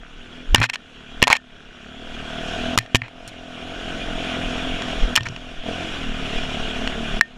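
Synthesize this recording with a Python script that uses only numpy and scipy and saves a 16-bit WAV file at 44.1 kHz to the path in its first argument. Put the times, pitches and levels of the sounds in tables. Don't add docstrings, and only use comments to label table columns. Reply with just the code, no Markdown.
import sys
import numpy as np
from scipy import signal
from scipy.fft import rfft, irfft, next_fast_len
from scipy.io import wavfile
from scipy.ndimage import uniform_filter1d, map_coordinates

SR = 44100
rng = np.random.default_rng(int(sys.argv[2]) if len(sys.argv) > 2 else 0)


def unload_wav(signal):
    wavfile.write(
        sys.argv[1],
        SR,
        np.round(np.clip(np.atleast_2d(signal).T, -1, 1) * 32767).astype(np.int16),
    )


def voltage_ratio(decibels):
    exponent = np.asarray(decibels, float) / 20
    return 10 ** exponent


N = 325017

# frequency in Hz, gain in dB.
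MUFFLE = [(900, -10), (4000, -13), (16000, -76)]
COAST_FROM_S, COAST_TO_S = 4.96, 5.62


def unit(x):
    return x / np.sqrt(np.mean(x ** 2) + 1e-20)


def along(points, hz):
    f, v = np.transpose(points)
    return np.interp(np.log(hz + 1), np.log(f + 1), v)


def curves(rows):
    s, *cols = np.transpose(rows)
    return [np.interp(np.arange(N) / SR, s, c) for c in cols]


def wobble(rate_hz):
    knots = rng.standard_normal(int(N * rate_hz / SR) + 4)
    return map_coordinates(knots, [np.arange(N) * rate_hz / SR])


def swell(s, half_s):
    return np.exp(-((np.arange(N) / SR - s) / half_s) ** 2)


def filtered(x, response):
    m = next_fast_len(len(x) + 8192)
    return irfft(rfft(x, m) * response(np.fft.rfftfreq(m, 1 / SR)), m)[:len(x)]


def modes(rows):
    def response(f):
        total = 0
        for k, (c, w, db) in enumerate(rows):
            total = total + (-1) ** k * voltage_ratio(db) * 1j * f * w / (c * c - f * f + 1j * f * w)
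        return total
    return response


def bumps(rows):
    return lambda f: voltage_ratio(sum(db / (1 + (2 * (f - c) / w) ** 2) for c, w, db in rows))


def beats(hz, jitter, scatter_db):
    at = np.flatnonzero(np.diff(np.floor(np.cumsum(hz) / SR)))
    luck = rng.standard_normal((N // 200, 2))[:len(at)]
    at = np.clip(at + jitter * luck[:, 0] * SR / hz[at], 0, N - 1).astype(int)
    return np.bincount(at, voltage_ratio(scatter_db * luck[:, 1]), N)


def puffs(impulses, t60_s):
    return signal.lfilter([1], [1, -voltage_ratio(-60 / (t60_s * SR))], impulses) * rng.standard_normal(N)


def crank():
    # time in seconds, firing rate in Hz.
    firing = [(0, 39.16), (.5, 42.23), (.75, 40.2), (1.0, 35.6), (1.45, 35.52), (1.78, 34.88), (2.2, 37.93),
              (2.59, 39.8), (2.87, 42.7), (3.14, 41.82), (3.6, 41.01), (4.1, 42.02), (4.7, 43.05),
              (4.95, 40.02), (5.6, 40.28), (6.02, 38.16), (6.55, 36.49), (7.3, 35.5)]
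    # centre in seconds, speed change in %, half length in seconds.
    skips = [(0.118, -5, 0.068), (0.218, 1, 0.047), (1.207, 6.5, 0.14), (1.605, 6.5, 0.071),
             (2.046, 8, 0.099), (3.269, 7, 0.1), (3.466, 2, 0.072), (3.75, 10, .08), (3.962, 6.5, 0.085),
             (4.225, 2.5, 0.067), (4.532, -3.5, 0.065), (4.785, 5, 0.056), (5.184, 5.5, 0.077),
             (5.468, 4.5, 0.0893), (5.72, 5.5, 0.062), (5.868, 18.5, 0.081), (6.381, 6, .05),
             (6.64, 2.5, 0.055), (6.867, 2.5, .12), (7.028, 7, 0.058)]
    change_pct = sum(pct * swell(s, half_s) for s, pct, half_s in skips)
    return curves(firing)[0] * (1 + change_pct / 100)


def load():
    pull_db_per_hz_s = 0.049
    flare_db, flare_late_s, flare_s = 4, 0.06, 0.045
    hz_per_s = np.gradient(uniform_filter1d(crank(), SR // 20)) * SR
    return pull_db_per_hz_s * hz_per_s + flare_db * swell(COAST_TO_S + flare_late_s, flare_s)


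def ride():
    # time in seconds, gain right after in dB, brief extra squeeze in dB.
    ducks = [(0, -17.5, 1.8), (0.545, -19, 3), (.645, -15, 16), (.77, -19, -5), (1.217, -20.5, -1),
             (1.34, -22, 0), (2.76, -20, -6.5), (2.86, -19, -1.5), (2.94, -18, -2), (2.96, -20.5, 4),
             (5.147, -7, 5.5), (7.196, -19.5, -1)]
    # time in seconds, throttle opening in dB.
    throttle = [(0, 2), (.13, -18), (.35, -13), (.48, -21.5), (.85, -14), (1.08, -14.5), (1.22, -3.5),
                (1.7, -11.5), (2.02, -7), (2.5, -2), (3.39, -1.5), (3.93, -6.5), (4.3, -3), (4.58, -6),
                (5.7, -6), (6.07, -13.5), (6.37, -6.5), (7.2, -7)]
    # centre in seconds, rise in dB.
    buffets = [(0, 20), (.19, 14), (.53, 24), (1.2, 12), (2.16, 1.5), (2.63, 8), (3.22, 7), (3.39, 9),
               (4.16, 9), (4.47, 9), (4.71, 7.5), (5.03, 20), (5.47, -1), (5.59, -3), (6.071, 7), (6.37, 7),
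               (6.62, 6), (7.15, 11), (7.35, 10)]
    recover_db_per_s, knee_db = 18.5, 2.5
    squeeze_s, drop_s = 0.09, 0.0015
    coast_db, pull_s, buffet_half_s = -10, 0.066, 0.052
    rush_db, boom_db, bark_db, buffet_db = -32.5, -33, -32.5, -32.5
    rush_follows, boom_follows = 0.23, 0.33

    t = np.arange(N) / SR
    climbs = []
    for s, db, extra_db in ducks:
        climb_db = db + recover_db_per_s * (t - s) - extra_db * np.exp(-abs(t - s) / squeeze_s)
        climbs.append(np.where(t >= s, climb_db, np.inf))
    gain_db = -knee_db * np.logaddexp(0, -np.min(climbs, axis=0) / knee_db)
    gain_db = uniform_filter1d(gain_db, round(drop_s * SR))
    bike_db = gain_db + np.interp(t, [COAST_FROM_S, COAST_TO_S, COAST_TO_S + pull_s], [0, coast_db, 0])
    open_db, = curves(throttle)
    gust_db = sum(db * swell(s, buffet_half_s) for s, db in buffets)
    return (bike_db + rush_db + rush_follows * open_db,
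            bike_db + boom_db + boom_follows * open_db,
            bike_db + bark_db + open_db,
            gain_db + buffet_db + gust_db)


def exhaust(boom_db, bark_db):
    # multiple of the firing rate, level in dB.
    orders = [(1, -21), (2, -3.5), (3, -11.5), (4, -5), (5, -4.5), (6, -1.5), (7, -3.5), (8, -14), (9, -14),
              (10, -11.5), (11, -13), (12, -10.5), (13, -15.5)]
    # frequency in Hz, width in Hz, level in dB.
    silencer = [(82, 20, -4), (170, 210, -2.5), (254, 25, 5.5), (469, 215, -7.5)]
    # frequency in Hz, width in Hz, level in dB.
    tail_pipe = [(648, 52, 3), (713, 86, 1.5), (1000, 460, -20)]
    hz = crank() * (1 + 0.006 * wobble(16))
    waver_db = np.where(np.arange(N) < 5.2 * SR, 2.2, 3.6)
    upper_db = 0.13 * (boom_db - bark_db)
    turn = 2 * np.pi * np.cumsum(hz) / SR
    lift = bumps([(249.4, 25, 5)])
    drone = 0
    for k, db in orders:
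        level = voltage_ratio(db + (k > 7) * upper_db + waver_db * wobble(14))
        drone = drone + level * lift(k * hz) * np.cos(k * turn - 0.12 * k * k)

    even = beats(hz, jitter=0.005, scatter_db=1.2)
    gas = puffs(even, t60_s=0.16)
    thump = filtered(0.073 * unit(even) + unit(gas), lambda f: modes(silencer)(f) * voltage_ratio(along(MUFFLE, f)))
    boom = unit(drone) + 0.26 * unit(thump)

    def outlet(f):
        late = np.exp(-2j * np.pi * f * 0.006)
        return np.abs(modes(tail_pipe)(f)) * modes([(680, 240, 0)])(f) * voltage_ratio(along(MUFFLE, f)) * late

    bark = filtered(unit(even) + 0.36 * unit(gas), outlet)
    throb = uniform_filter1d(np.abs(unit(gas)), 150)
    return voltage_ratio(boom_db + 4.0) * unit(boom) + voltage_ratio(bark_db + 3.0) * unit(bark), throb


def rush(rush_db, throb):
    # frequency in Hz,
    # density in dB per Hz.
    rush_spectrum = [(40, -32), (70, -16), (250, -15), (400, -15), (560, -19),
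                     (960, -23), (1460, -17), (1990, -22), (3260, -16), (4320, -32.5), (7000, -37), (10300, -51.5),
            (13000, -60.5), (15000, -63), (16500, -110)]
    # frequency in Hz, width in Hz, rise in dB.
    cavity = [(1510, 130, 3.5), (2425, 64, 7), (2863, 220, 4), (3350, 144, 3.5), (5570, 420, 5),
              (6700, 420, 3.5), (10030, 770, 5.5)]
    z = signal.stft(rng.standard_normal(N), nperseg=512)[2]
    patches = uniform_filter1d(uniform_filter1d(rng.standard_normal(z.shape), 6, 0), 8, 1)
    air = signal.istft(z * voltage_ratio(1.66 * unit(patches)), nperseg=512)[1][:N]
    air = unit(filtered(air, lambda f: voltage_ratio(along(rush_spectrum, f)) * bumps(cavity)(f)))
    level_db = rush_db + 4.0 + 0.81 * wobble(7) + 0.46 * wobble(60)
    return voltage_ratio(level_db) * air * (1 + 0.1 * throb)


def chain(rush_db):
    # time in seconds, tick rate in Hz, level over the rush in dB.
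    tick_rows = [(0, 62.1, 2), (.3, 61.6, -9), (.5, 58.9, -6), (.9, 54.3, -6), (1.4, 48.53, -5),
                 (1.65, 48.8, -3), (1.9, 52.64, -5.5), (2.3, 56.32, -12), (4.1, 64.96, -11), (4.7, 75, -12),
                 (5.9, 51.44, -49), (6.1, 48.03, -30), (7.37, 55.06, -35)]
    hz, over_db = curves(tick_rows)
    slaps = beats(hz, jitter=0.05, scatter_db=2.5)
    ticks = unit(slaps) + 0.6 * unit(puffs(slaps, t60_s=0.012))
    guide = lambda f: modes([(1480, 380, 0)])(f) * modes([(1560, 520, 0)])(f) * voltage_ratio(along(MUFFLE, f))
    return voltage_ratio(rush_db + over_db + 2.5) * unit(filtered(ticks, guide))


def wind(buffet_db):
    # frequency in Hz, density in dB per Hz.
    lump_spectrum = [(3, -14), (12, 0), (30, -5), (42, -9), (60, -26), (110, -42), (300, -70), (1500, -120)]
    # centre in seconds, length in seconds, signed size (full scale 1).
    gust_rows = [
        (0.51, 0.026, -0.18),
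        (0.533, 0.01, 0.37),
        (4.475, 0.015, -0.14),
        (5.597, .025, -0.061),
    ]
    lumps = filtered(rng.standard_normal(N), lambda f: voltage_ratio(along(lump_spectrum, f)) * (f > 2.5))
    t = np.arange(N) / SR
    gusts = sum(size * np.exp(-(2 * (t - s) / length_s) ** 2) for s, length_s, size in gust_rows)
    return voltage_ratio(uniform_filter1d(buffet_db, 900)) * unit(voltage_ratio(2.3 * wobble(4.3)) * lumps) + gusts


def twig(hz, tilt_db):
    # frequency in Hz, density in dB per Hz.
    crack_spectrum = [(200, -50), (500, -4.5), (800, -6), (2460, -3.5), (4870, -12), (7180, -16),
                      (14200, -35.5), (16500, -60)]
    # frequency in Hz, width in Hz, rise in dB.
    shell = [(950, 250, 8), (1820, 250, 4), (2450, 400, 7), (3200, 350, 6), (4150, 350, 9), (5500, 450, 9),
             (7100, 700, 6)]
    peak = modes([(hz, 0.4 * hz, 0)])
    tilt = lambda f: np.clip(tilt_db, -8, 8) * np.log2(np.maximum(f, 2000) / 2000)
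    return lambda f: voltage_ratio(along(crack_spectrum, f) + tilt(f)) * bumps(shell)(f) * (0.46 + np.abs(peak(f)))


def snaps():
    # start in seconds, peak in dB, colour in Hz, tilt in dB per octave.
    blows = [(.546, 18.5, 2883, -7), (.558, 2.5, 1560, 1), (.601, -15.5, 848, 10), (0.629, -2.2, 2400, 4),
             (.64, 0.8, 1620, 1.5), (.698, -3.5, 2620, 2), (.756, -6.5, 3030, -2), (1.219, -1, 3350, -6),
             (1.226, 13.5, 2780, -6.5), (1.238, 2, 2950, 0), (1.271, 0, 860, 1.5), (1.278, 2, 900, 4.5),
             (1.301, 2.5, 1040, 1), (1.308, -2.2, 890, -1.1), (1.318, -0.5, 1830, -7),
             (1.328, 13.5, 2390, -7.5), (1.352, -7, 2410, -4), (1.366, -7, 2500, 3), (2.776, 7, 1220, 6),
             (2.786, 3, 1970, 9), (2.947, 6.5, 3060, -1), (2.955, 6.5, 2864, 2.5), (3.018, -10, 2270, -11),
             (3.277, -23, 8870, 8), (4.82, -8, 3310, -2), (5.155, -0.5, 2488, 9), (5.161, 5, 2860, 11),
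             (5.17, -4, 2940, -1), (5.267, -10.5, 1560, -3), (6.875, -5, 2880, -8)]
    # start in seconds, peak in dB, colour in Hz.
    more_blows = [(0.581, -12, 1560), (.617, -9, 1500), (.709, -35, 3200), (1.361, -16, 2270), (2.81, -23, 2450),
                  (2.861, -25, 1830), (2.96, -15, 1810), (3.081, -24, 1358), (5.207, -13.5, 3070),
                  (5.232, -18.5, 5640), (5.286, -16, 5630), (5.362, -16.5, 2850)]
    shared_tilt_db, snap_t60_s = -1.5, 0.01
    ring_db, ring_grows = -32.5, 0.9
    out, t = np.zeros(N + SR), np.arange(SR // 5) / SR
    ring = (np.sin(2 * np.pi * 1825 * t) + 0.73 * np.sin(2 * np.pi * 1790 * t)) * voltage_ratio(-60 * t / 0.11)
    hold = np.minimum(1, voltage_ratio(6.0 - 60 * t / snap_t60_s)) * (1 - np.exp(-t / 0.001))
    for s, db, hz, tilt_db in blows + [(*row, shared_tilt_db) for row in more_blows]:
        grit = unit(filtered(rng.standard_normal(len(t)), twig(hz, tilt_db)))
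        knock = grit + 0.94 * np.sin(2 * np.pi * hz * t)
        snap = 0.5 * voltage_ratio(db) * knock * hold
        out[round(s * SR):][:len(t)] += snap + voltage_ratio(ring_db + ring_grows * db) * ring
    return out[:N]


def thuds():
    # start in seconds, shell ring in dB, push in dB.
    knocks = [(.546, -22, 5), (.582, -14.5, -34), (.602, -11, -27), (0.617, -27, -15), (1.226, -29, 3.5),
              (1.269, -44, -34), (1.302, -41, -16), (2.776, -45, -8), (2.785, -21, -20),
              (2.947, -17.5, -1.5), (2.955, -44, -12), (3.018, -25, -51), (3.275, -36, -52),
              (5.178, -28, -21), (5.208, -20, -50), (5.232, -39, -47), (5.27, -27, -49), (5.3, -23.5, -43)]
    out, t = np.zeros(N + SR), np.arange(SR // 3) / SR
    ring = np.sin(2 * np.pi * 117 * t) * voltage_ratio(-60 * t / 0.16)
    ring = ring + 0.073 * np.sin(2 * np.pi * 255 * t) * voltage_ratio(-60 * t / 0.13)
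    push = (t / 0.00037) * (1 - t / 0.0065) * np.exp(1 - t / 0.00047)
    push = push + 0.018 * np.sin(2 * np.pi * 252 * t) * voltage_ratio(-60 * t / 0.41)
    for s, ring_db, push_db in knocks:
        out[round(s * SR):][:len(t)] += voltage_ratio(ring_db) * ring + voltage_ratio(push_db) * push
    return out[:N]


def scrapes():
    # start in seconds, length in seconds, rms in dB, colour in Hz, tilt in dB per octave.
    drags = [(0.55, 0.12, -31, 1920, -5), (0.614, 0.017, -16.5, 1600, -5), (0.625, 0.045, -18.5, 2430, 0),
             (0.688, 0.022, -28, 2240, -15.5), (0.732, 0.024, -23.5, 2460, 2),
             (1.231, 0.022, -21, 2200, -3), (1.273, 0.031, -20.5, 1000, -13),
             (1.302, 0.051, -15.5, 1000, -2.5), (1.331, 0.021, -28, 2420, -7),
             (1.353, 0.023, -24.5, 2170, -1), (2.786, .08, -42, 2566, 1), (2.959, 0.014, -23.5, 2980, 8),
             (3.025, 0.078, -39.5, 2500, -10), (3.281, 0.017, -37, 3960, 12.5),
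             (5.172, 0.016, -17, 1270, -2), (5.253, 0.032, -29, 1600, -1.5)]
    out, clumps = np.zeros(N + SR), voltage_ratio(1.8 * wobble(500))
    for s, length_s, db, hz, tilt_db in drags:
        u = np.arange(SR // 8) / SR / length_s
        grit = unit(filtered(rng.standard_normal(len(u)), twig(hz, tilt_db)))
        out[round(s * SR):][:len(u)] += voltage_ratio(db) * grit * np.clip(8 * u, 0, 1) * np.clip(1.42 * (1 - u), 0, 1)
    return out[:N] * clumps


def visor():
    # start in seconds, peak in dB, first swing in Hz, t60 in seconds, ring in dB, crack in dB.
    hits = [
        (5.1751, -6, 1251, 0.014, -13, 0),
        (6.8742, -7, 1570, 0.012, -36, -6),
        (7.2104, 13, 1760, 0.0097, -28.5, -10),
    ]
    out, t = np.zeros(N + SR), np.arange(SR // 5) / SR
    for s, db, hz, t60_s, ring_db, crack_db in hits:
        crack = voltage_ratio(crack_db) * unit(filtered(rng.standard_normal(len(t)), twig(1.4 * hz, -1)))
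        swing = (np.sin(2 * np.pi * hz * t) + crack) * voltage_ratio(-60 * t / t60_s) * (1 - np.exp(-t / 0.00052))
        ring = voltage_ratio(ring_db - 60 * t / 0.11) * np.sin(2 * np.pi * 1825 * t)
        out[round(s * SR):][:len(t)] += voltage_ratio(db) * (swing + ring)
    return out[:N]


def scene():
    rush_db, boom_db, bark_db, buffet_db = ride()
    load_db = load()
    pipe, throb = exhaust(boom_db + load_db, bark_db + load_db)
    bike = pipe + rush(rush_db, throb) + chain(rush_db)
    twigs = snaps() + thuds() + scrapes() + visor()
    return (bike + wind(buffet_db) + twigs)[None]


def roll_off(x):
    return signal.sosfilt(signal.butter(12, 16620, fs=SR, output="sos"), x)


def record(dry):
    clipped = dry[0] / (1 + np.abs(dry[0]) ** 10) ** (1 / 10)
    treble_cut = [(12000, -1), (15000, -4.5), (16600, -20), (16800, -80)]  # Hz, dB
    mix = filtered(clipped, lambda f: voltage_ratio(along(treble_cut, f)))
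    return roll_off(mix[None])


dry = scene()
out = record(dry)
unload_wav(out)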